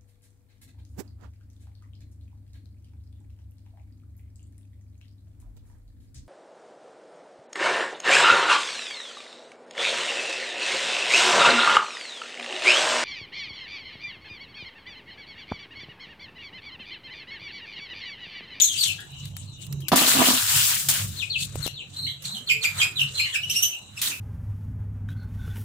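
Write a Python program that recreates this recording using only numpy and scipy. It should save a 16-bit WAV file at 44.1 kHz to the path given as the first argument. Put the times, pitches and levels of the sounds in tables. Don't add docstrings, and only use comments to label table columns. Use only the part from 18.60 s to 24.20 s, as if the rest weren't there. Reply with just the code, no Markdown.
import sys
import numpy as np
from scipy import signal
from scipy.fft import rfft, irfft, next_fast_len
from scipy.io import wavfile

SR = 44100
rng = np.random.default_rng(int(sys.argv[2]) if len(sys.argv) > 2 else 0)


def materialize(psi):
    bounded = np.clip(np.atleast_2d(psi).T, -1, 1)
    quanta = np.round(bounded * 32767).astype(np.int16)
    wavfile.write(sys.argv[1], SR, quanta)


N = 246959


# time_s, patter_db, dull_grains_db
SEED_FLOW = [
    [(1.318, -43, -19.5), (1.35, -46, -26.5), (1.366, -15, -23), (1.39, -21.5, -23), (1.455, -23, -23.5),
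     (1.49, -17, -21.5), (1.57, -25.5, -24), (1.674, -19.5, -20.5), (1.846, -27, -29), (1.966, -20, -25),
     (2.098, -21.5, -28), (2.284, -33.5, -43.5)],
    [(2.287, -14, -26), (2.328, -24, -31.5), (2.404, -28.5, -33), (2.52, -45, -58), (2.6, -45, -44)],
]
# frequency_hz, density_db
PATTER_SPECTRUM = [(1760, -40), (3000, -7), (6300, -1.5), (7400, 2.5), (12600, -5.5), (15100, 1),
                   (16000, -1.5)]
# frequency_hz, density_db
DULL_SPECTRUM = [(300, -59), (550, -17), (1500, -1.5), (2200, -3), (2900, 1.5), (4500, -2.5), (8000, -17.5)]
# frequency_hz, density_db
SHOVE_SPECTRUM = [(150, -2.5), (1000, 6), (3000, -19)]
# frequency_hz, width_hz, level_db
BUCKET_MODES = [(255, 33.5, 10), (653, 61, -5.5), (974, 52, -6), (1148, 52, -3), (1680, 34, -4)]
# peak_s, level_db
SHOVES = [(1.328, -18.5), (1.418, -26), (1.565, -25.5), (1.595, -24.5), (1.622, -24), (1.69, -30),
          (2.098, -56.5), (2.3, -39.5)]
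# start_s, level_db, t60_s, left_minus_right_db
TICKS = [(0.406, -42.5, 0.06, 29), (0.519, -39, 0.028, 2), (0.655, -25, 0.018, 6),
         (0.7672, -24.5, 0.02, 15), (1.067, -28, 0.021, -6), (1.126, -21.5, 0.04, -4),
         (1.204, -33.5, 0.12, 9), (1.2835, -9, 0.062, 5), (1.3588, -3, 0.076, 3), (1.5362, -10, 0.05, 0),
         (2.2862, -10, 0.024, 7), (2.956, -34, 0.07, 25), (3.066, -25, 0.017, 33),
         (3.0772, -25.5, 0.013, 33), (3.622, -30, 0.23, -4), (3.6523, -31, 0.11, -5),
         (5.4165, -10.5, 0.51, 0)]
# start_s, level_db, pitch_hz, cycles_to_60_db_decay (a count)
KNOCKS = [(1.328, -26, 301, 2.9), (1.411, -26, 705, 2.1), (1.54, -18, 651, 4.3), (1.591, -22, 716, 2.7),
          (1.617, -18, 765, 17), (2.287, -39, 770, 3.2), (2.957, -13, 490, 1.96), (3.063, -11, 320, 1.35),
          (3.077, -21, 695, 3.5)]
# start_s, hold_and_slide_s, tail_s, first_hz, last_hz, first_db, last_db, overtones_db
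CHIRPS = [ (.004, .017, 0.011, 7070, 6860, -32, -15.5, -4), (0.018, 0.017, .12, 5900, 6460, -17, -29.5, -9),
          (.004, 0.0095, 0.011, 3640, 3400, -17, -34, -28),
          (.005, .039, 0.052, 2263, 2330, -37.5, -72, -30),
          (0.024, 0.084, 0.027, 4193, 3186, -40.5, -31.5, -31),
          (0.116, 0.038, 0.054, 3300, 2860, -43, -35.5, -35),
          (0.172, .049, 0.057, 4700, 4220, -34, -30, -3.5), (.233, .066, .05, 3430, 2633, -32, -36.5, -18),
          (.379, 0.032, 0.068, 1635, 1702, -48, -53, -17), (0.521, .1, .04, 3000, 2890, -57.5, -54.5, -34),
          (.73, 0.038, 0.044, 3100, 3030, -61, -58, -32), (.98, 0.053, 0.074, 2950, 2800, -56, -58.5, -27),
          (.86, 0.082, .1, 4200, 3690, -56.5, -57, -38), (1.21, 0.062, .021, 3050, 2500, -58, -51.5, -23),
          (2.567, 0.063, 0.019, 4160, 2480, -40.5, -35.5, -18),
          (2.694, 0.067, .04, 4300, 2617, -35, -34, -51), (2.78, 0.043, .03, 4500, 4000, -40, -46, -23),
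          (3.018, .055, 0.029, 4250, 2816, -36.5, -47.5, -9.5),
          (3.133, 0.081, 0.03, 4230, 2627, -44.5, -42, -36),
          (3.361, 0.082, 0.066, 4080, 4130, -40, -37, -15.5),
          (3.452, 0.042, 0.072, 4120, 3950, -37.5, -40, -19),
          (3.459, 0.027, 0.11, 2890, 3330, -38.5, -41, -39), (3.465, 0.015, .11, 2160, 2057, -30, -54, -14),
          (3.647, 0.0076, 0.0073, 4350, 4200, -38, -30.5, -28),
          (3.67, 0.064, .07, 3950, 4080, -42.5, -40, -16), (3.734, 0.024, 0.08, 3700, 3122, -46, -41, -15),
          (3.865, .036, 0.081, 4280, 2434, -36, -23, -17),
          (3.884, 0.021, 0.033, 3160, 3020, -39, -28.5, -39),
          (4.012, .036, 0.05, 4360, 2379, -33, -23, -14.5),
          (4.173, 0.042, 0.064, 4120, 2475, -40, -24.5, -14),
          (4.192, 0.022, 0.031, 3163, 3210, -29, -30.5, -31),
          (4.352, .047, 0.096, 3960, 2844, -36, -27, -19.5),
          (4.541, 0.082, 0.078, 4135, 4185, -38.5, -32, -26),
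          (4.571, .026, .055, 3300, 2491, -35, -28, -14), (4.62, 0.043, 0.069, 2780, 2950, -34, -38.5, -34),
          (4.65, 0.021, .027, 2270, 2000, -38, -41.5, -15), (4.72, 0.037, 0.033, 3325, 2560, -34, -26, -18),
          (4.731, .029, 0.017, 1846, 1497, -38, -39.5, -27),
          (4.807, 0.027, 0.036, 2530, 2927, -51, -33, -14), (4.894, 0.015, .028, 2710, 3025, -27, -32, -3),
          (4.948, 0.019, 0.047, 2605, 2830, -32.5, -30.5, 0),
          (5.02, 0.015, .057, 2940, 3016, -23.5, -30.5, 1), (5.1, 0.047, 0.047, 2893, 2795, -41, -41, -36),
          (5.35, 0.027, .022, 2900, 2590, -61, -39, -6), (5.504, .02, 0.054, 2690, 2583, -38, -38.5, -31), ]
# frequency_hz, gain_db
OVERTONE_COLOUR = [(3000, 20.5), (4900, 0), (5900, 0.5), (7500, 2), (9500, -15), (11700, -2.5),
                   (16000, -20)]
# time_s, left_minus_right_db
FACING = [(0.0, 5.5), (.7, 5.5), (2.6, 9.5), (2.82, 2), (3.0, 12.5), (3.2, 0.5), (3.9, -3), (4.2, -0.5),
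          (5.6, -1)]
# peak_s, hiss_db, body_db, rise_s, fall_s (the body stretches both times)
RUSTLE = [(0.0, -27, -73, .01, 0.15), (0.246, -28.5, -49.5, 0.24, 0.16), (.66, -51, -63, 0.28, 0.11),
          (0.77, -48.5, -70, 0.011, 0.2), (1.026, -48, -64, 0.061, 0.078), (2.6, -48, -56.5, 0.3, 0.31),
          (2.829, -29, -70, 0.067, 0.066), (3.058, -40, -45.5, 0.17, 0.073), (3.363, -51, -54.5, 0.14, 0.2),
          (3.659, -40, -51, 0.051, .1), (3.77, -47, -57, 0.13, 0.13), (3.912, -42.5, -46.5, 0.06, 0.094),
          (4.039, -31.5, -37, 0.015, 0.072), (4.219, -30, -34, 0.12, .095), (4.411, -37, -44, 0.058, 0.11),
          (4.604, -38.5, -46, 0.14, 0.14), (4.76, -36.5, -61, 0.1, 0.078), (4.9, -44, -67, 0.014, 0.31),
          (5.036, -39, -51.5, 0.23, 0.16), (5.4, -46.5, -51, 0.097, 0.022),
          (5.418, -29.5, -65, 0.0036, 0.067), (5.476, -29.5, -38, 0.088, 0.076)]
# frequency_hz, density_db
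HISS_SPECTRUM = [(880, -96), (1500, -19), (3690, 9), (4590, 0), (4970, -4.5), (7690, 6), (11400, -10),
                 (15200, -11), (16000, -4)]
# frequency_hz, density_db
BODY_SPECTRUM = [(500, -9.5), (900, -4), (1400, 4.5), (2200, -0.5), (4000, -13)]
# peak_s, lower_band_db, upper_band_db
RUMBLE_SWELLS = [(.32, -45, -46.5), (.669, -39.5, -37.5), (.85, -39, -55), (1.15, -40.5, -31.5),
                 (1.59, -46, -40), (1.97, -35.5, -40), (2.27, -58, -43), (2.48, -32.5, -36.5),
                 (2.85, -42, -40.5), (3.0, -35, -37.5), (3.45, -43, -45), (3.68, -73, -46.5),
                 (3.98, -56, -45.5), (4.18, -39.5, -50), (4.46, -52, -38), (4.65, -46.5, -64),
                 (4.88, -46.5, -50.5), (5.02, -57.5, -51), (5.5, -58, -51.5)]
# lower_hz, upper_hz
RUMBLE_HZ = (101.5, 139.3)
# frequency_hz, density_db
SKIRT_SPECTRUM = [(25, -65), (50, -6.0), (100, -4), (170, -0.5), (260, -22.5), (1200, -45.5)]
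# start_s, length_s, first_hz, last_hz, level_db
MOANS = [(1.119, 0.17, 435, 282, -53.5), (3.62, 0.23, 149.2, 250, -48.5), (3.86, .2, 397, 482, -52.5)]
# frequency_hz, density_db
FLOOR_SPECTRUM = [(15, -66), (25, -15), (108, 4.5), (166, -2.5), (270, -10.5), (1160, -20.5), (2000, -40),
                  (2910, -8.5), (3430, -32), (3920, -5), (4870, -57), (5570, -24), (7710, -16.5),
                  (13600, -141.5), (16000, -66)]
# frequency_hz, likeness (0 to 1)
LIKENESS = [(60, 1), (240, 0.87), (950, 0.2), (3770, 0.0099), (15000, 0.011)]

DIG_START_S, DIG_END_S, DIG_DB, DIG_RELEASE_S = 1.318, 1.765, -36, 0.052
SHOVE_RISE_S, SHOVE_FALL_S = 0.026, 0.07
SEED_PAN_DB = 2.5
HOLD_SHARE, LONGEST_HOLD_S = 0.35, 0.02
ONSET_S = 0.012
RASP_HZ = 248
AVIARY_T60_S, AVIARY_DB = 0.24, -1
RUMBLE_RISE_S, RUMBLE_FALL_S = 0.24, 0.18
SWELL_DB = 25
FLOOR_DB = -49
BASS_LEAN_DB = -5.5
CUTOFF_HZ = 16400


def bucket():
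    push = colour(grains(900, spread_db=4.0), SHOVE_SPECTRUM)
    modes = 0
    for hz, width_hz, db in BUCKET_MODES:
        modes = modes + amp(db) * resonate(push, hz, width_hz) / np.sqrt(width_hz)
    blurred = resonate(push, 440, 640)
    wall = rms_one(modes) + 0.5 * rms_one(blurred)
    t = np.arange(N) / SR
    drone = amp(DIG_DB - SWELL_DB * np.maximum(t - DIG_END_S, 0) / DIG_RELEASE_S)
    shoves = swells([(s, db, SHOVE_RISE_S, SHOVE_FALL_S) for s, db in SHOVES])
    return (t > DIG_START_S) * (drone + shoves) * wall


def seed():
    patter = patches(colour(grains(6000, spread_db=1.5), PATTER_SPECTRUM), patchy_db=0.5, rate_hz=14)
    patter = patter * amp(2.5 + 0.99 * wander(28))
    dull = patches(colour(grains(3000, spread_db=2.0), DULL_SPECTRUM), patchy_db=3.0, rate_hz=14.5)
    dull = dull * amp(1.5)
    out = bucket()
    for rows in SEED_FLOW:
        gate, patter_db, dull_db = in_time(rows)
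        flow = amp(patter_db) * patter + amp(dull_db) * dull
        out = out + gate * flow * sides(SEED_PAN_DB)[:, None]
    return out


def ticks():
    size = 8000
    out = np.zeros((2, N + size))
    t = np.arange(size) / SR
    for s, db, t60, pan_db in TICKS:
        crack = 0.23 * amp(-60 * t / 0.006)
        decay = 0.29 * amp(-60 * t / max(t60, 0.005))
        spray = rng.standard_normal((2, size)) * (crack + decay)
        start = round(s * SR)
        out[:, start:start + size] += amp(db) * spray * sides(pan_db)[:, None]
    high_pass = signal.butter(2, 1800, "high", fs=SR, output="sos")
    return signal.sosfilt(high_pass, out[:, :N])


def knocks():
    size = 4000
    out = np.zeros(N + size)
    t = np.arange(size) / SR
    for s, db, hz, cycles in KNOCKS:
        start = round(s * SR)
        out[start:start + size] += amp(db - 60 * t * hz / cycles) * np.sin(2 * np.pi * hz * t)
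    return out[:N] * sides(-3.5)[:, None]


def birds(purity, throb_db, throb_hz, break_db, gain_db):
    out = np.zeros((2, N))
    for s, glide, tail, first_hz, last_hz, first_db, last_db, over_db in CHIRPS:
        hold = min(HOLD_SHARE * glide, LONGEST_HOLD_S)
        slide = glide - hold
        knots = s + np.cumsum([0, hold, slide, tail])
        at = np.arange(int(s * SR), min(int(knots[-1] * SR), N))
        t = at / SR
        hz = np.interp(t, knots, [first_hz, first_hz, last_hz, last_hz])
        level_knots = np.insert(knots, 3, knots[2] + 0.2 * tail)
        level_db = np.interp(t, level_knots, [first_db - 0.5, first_db, last_db, last_db, last_db - 35.5])
        level_db += throb_db * wander(throb_hz, size=len(at))[0]
        sliding = np.sin(np.pi * np.clip((t - knots[1]) / slide, 0, 1))
        level_db -= break_db * sliding * abs(np.log2(first_hz / last_hz))
        tone = partials(hz, level_db, over_db, purity)
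        pan_db = np.interp(s, *np.transpose(FACING))
        onset = np.minimum((t - s) / min(ONSET_S, glide), 1)
        out[:, at] += tone * sides(pan_db)[:, None] * onset
    return amp(gain_db) * out


def partials(hz, level_db, over_db, purity):
    phase = 2 * np.pi * np.cumsum(hz) / SR
    tone = 0
    for k in range(1, 6):
        db = level_db
        if k > 1:
            db = level_db + over_db + at_hz(OVERTONE_COLOUR, k * hz)
        a, b = flutter(RASP_HZ * k ** 0.7, size=len(hz))
        turn = k * phase + rng.uniform(0, 2 * np.pi, (2, 1))
        wave = (purity + a) * np.sin(turn) + b * np.cos(turn)
        tone = tone + amp(db) * (k * hz < 16000) * wave
    return tone


def aviary(x):
    t = np.arange(int(0.5 * SR)) / SR
    decay = amp(-60 * t / AVIARY_T60_S) * (t > 0.004)
    echoes = rng.standard_normal((2, len(t))) * decay
    echoes /= np.sqrt(np.sum(echoes ** 2, axis=1, keepdims=True))
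    return x + amp(AVIARY_DB) * signal.fftconvolve(x, echoes, axes=1)[:, :N]


def rustle():
    hiss = patches(colour(grains(8000, spread_db=1.0), HISS_SPECTRUM), patchy_db=3.5, rate_hz=20.6)
    hiss = hiss * amp(2.0 * wander(39) + 6.0)
    body = colour(rng.standard_normal((2, N)), BODY_SPECTRUM) * amp(2.0 * wander(21))
    hiss_gain = swells([(s, db, rise, fall) for s, db, _, rise, fall in RUSTLE])
    body_gain = swells([(s, db, 1.26 * rise, 1.66 * fall) for s, _, db, rise, fall in RUSTLE])
    return sides(in_time(FACING)[1]) * (hiss_gain * hiss + body_gain * body)


def rumble():
    out = 0
    for band, hz in enumerate(RUMBLE_HZ):
        gain = swells([(s, db[band], RUMBLE_RISE_S, RUMBLE_FALL_S) for s, *db in RUMBLE_SWELLS])
        turn = np.exp(2j * np.pi * hz * np.arange(N) / SR)
        a, b, c, d = wander(9.6, channels=4)
        mid = np.real((a + 1j * b + 0.42) * turn)
        side = np.real((c + 1j * d) * turn)
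        core = (mid + 0.13 * side * [[1], [-1]]) * sides(-1.8)[:, None]
        skirt = colour(rng.standard_normal((2, N)), SKIRT_SPECTRUM)
        out = out + gain * (core + 0.5 * skirt)
    return out


def moans():
    out = np.zeros((2, N))
    for s, length, first_hz, last_hz, db in MOANS:
        at = np.arange(int(s * SR), int((s + length) * SR))
        along = (at / SR - s) / length
        turn = 2 * np.pi * np.cumsum(first_hz + (last_hz - first_hz) * along) / SR
        a, b = flutter(26, size=len(at))
        wave = (0.76 + a[0]) * np.sin(turn) + b[0] * np.cos(turn)
        out[:, at] += amp(db) * np.sin(np.pi * along) * wave
    return out * sides(BASS_LEAN_DB)[:, None]


def murmur():
    noise = colour(rng.standard_normal((2, N)), FLOOR_SPECTRUM)
    return amp(FLOOR_DB) * patches(noise, patchy_db=5.0, rate_hz=6.7)


def amp(db):
    return 10 ** (np.asarray(db) / 20)


def rms_one(x):
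    return x / np.sqrt(np.mean(x ** 2) + 1e-20)


def in_time(rows):
    s, *columns = np.transpose(rows)
    t = np.arange(N) / SR
    gate = np.clip(np.minimum(t - s[0], s[-1] - t) / 0.002 + 0.5, 0, 1)
    return [gate] + [np.interp(t, s, column) for column in columns]


def swells(rows):
    t = np.arange(N) / SR
    gain = 0
    for s, db, rise, fall in rows:
        away = np.maximum((s - t) / max(rise, 0.001), (t - s) / max(fall, 0.001))
        gain = gain + amp(db - SWELL_DB * away)
    return gain


def sides(pan_db):
    return amp(np.array([pan_db / 2, -pan_db / 2]))


def at_hz(points, hz):
    table_hz, values = np.array(points).T
    return np.interp(np.log(hz), np.log(table_hz), values)


def wander(hz, size=N, channels=1):
    r = np.exp(-2 * np.pi * hz / SR)
    noise = rng.standard_normal((channels, size + 4000))
    return rms_one(signal.lfilter([1], [1, -2 * r, r * r], noise)[:, 4000:])


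def flutter(hz, size):
    edge = signal.butter(4, np.clip(hz, 20, 5000), fs=SR, output="sos")
    noise = rng.standard_normal((4, size + 1500))
    return rms_one(signal.sosfilt(edge, noise)[:, 1500:]).reshape(2, 2, -1)


def grains(per_s, spread_db):
    sizes = amp(spread_db * np.minimum(rng.exponential(1, (2, N)), 5))
    signs = rng.choice([-1, 1], (2, N))
    return sizes * signs * (rng.random((2, N)) < per_s / SR)


def colour(pair, spectrum):
    size = next_fast_len(N)
    hz = np.maximum(np.arange(size // 2 + 1) * SR / size, 10)
    mid, side = rfft(pair, size) * amp(at_hz(spectrum, hz))
    alike = np.clip(at_hz(LIKENESS, hz), 0, 1)
    both = np.sqrt(1 + alike) * mid + np.sqrt(1 - alike) * side * [[1], [-1]]
    return rms_one(irfft(both * sides(BASS_LEAN_DB * alike), size)[:, :N])


def patches(pair, patchy_db, rate_hz, count=14):
    size = next_fast_len(N)
    hz = np.maximum(np.arange(size // 2 + 1) * SR / size, 200)
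    place = np.log(hz / 200) / np.log(80) * (count - 1)
    place = np.minimum(place, count - 1)
    whole = rfft(pair, size)
    gains = amp(patchy_db * wander(rate_hz, channels=count))
    out = 0
    for k, gain in enumerate(gains):
        band = np.clip(1 - abs(place - k), 0, 1)
        out = out + gain * irfft(whole * band, size)[:, :N]
    return rms_one(out)


def resonate(x, hz, width_hz):
    r = np.exp(-np.pi * width_hz / SR)
    zeros = np.array([1, 0, -1]) * (1 - r * r) / 2
    poles = [1, -2 * r * np.cos(2 * np.pi * hz / SR), r * r]
    return signal.lfilter(zeros, poles, x)


def scene():
    calls = aviary(birds(purity=1.52, throb_db=2.5, throb_hz=70, break_db=3.5, gain_db=1.0))
    return seed() + ticks() + knocks() + calls + rustle() + rumble() + moans() + murmur()


def record(dry):
    rounded = 0.95 * np.tanh(dry / 0.95)
    low_pass = signal.cheby2(12, 60, CUTOFF_HZ, fs=SR, output="sos")
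    return signal.sosfilt(low_pass, rounded)


dry = scene()
out = record(dry)
materialize(out)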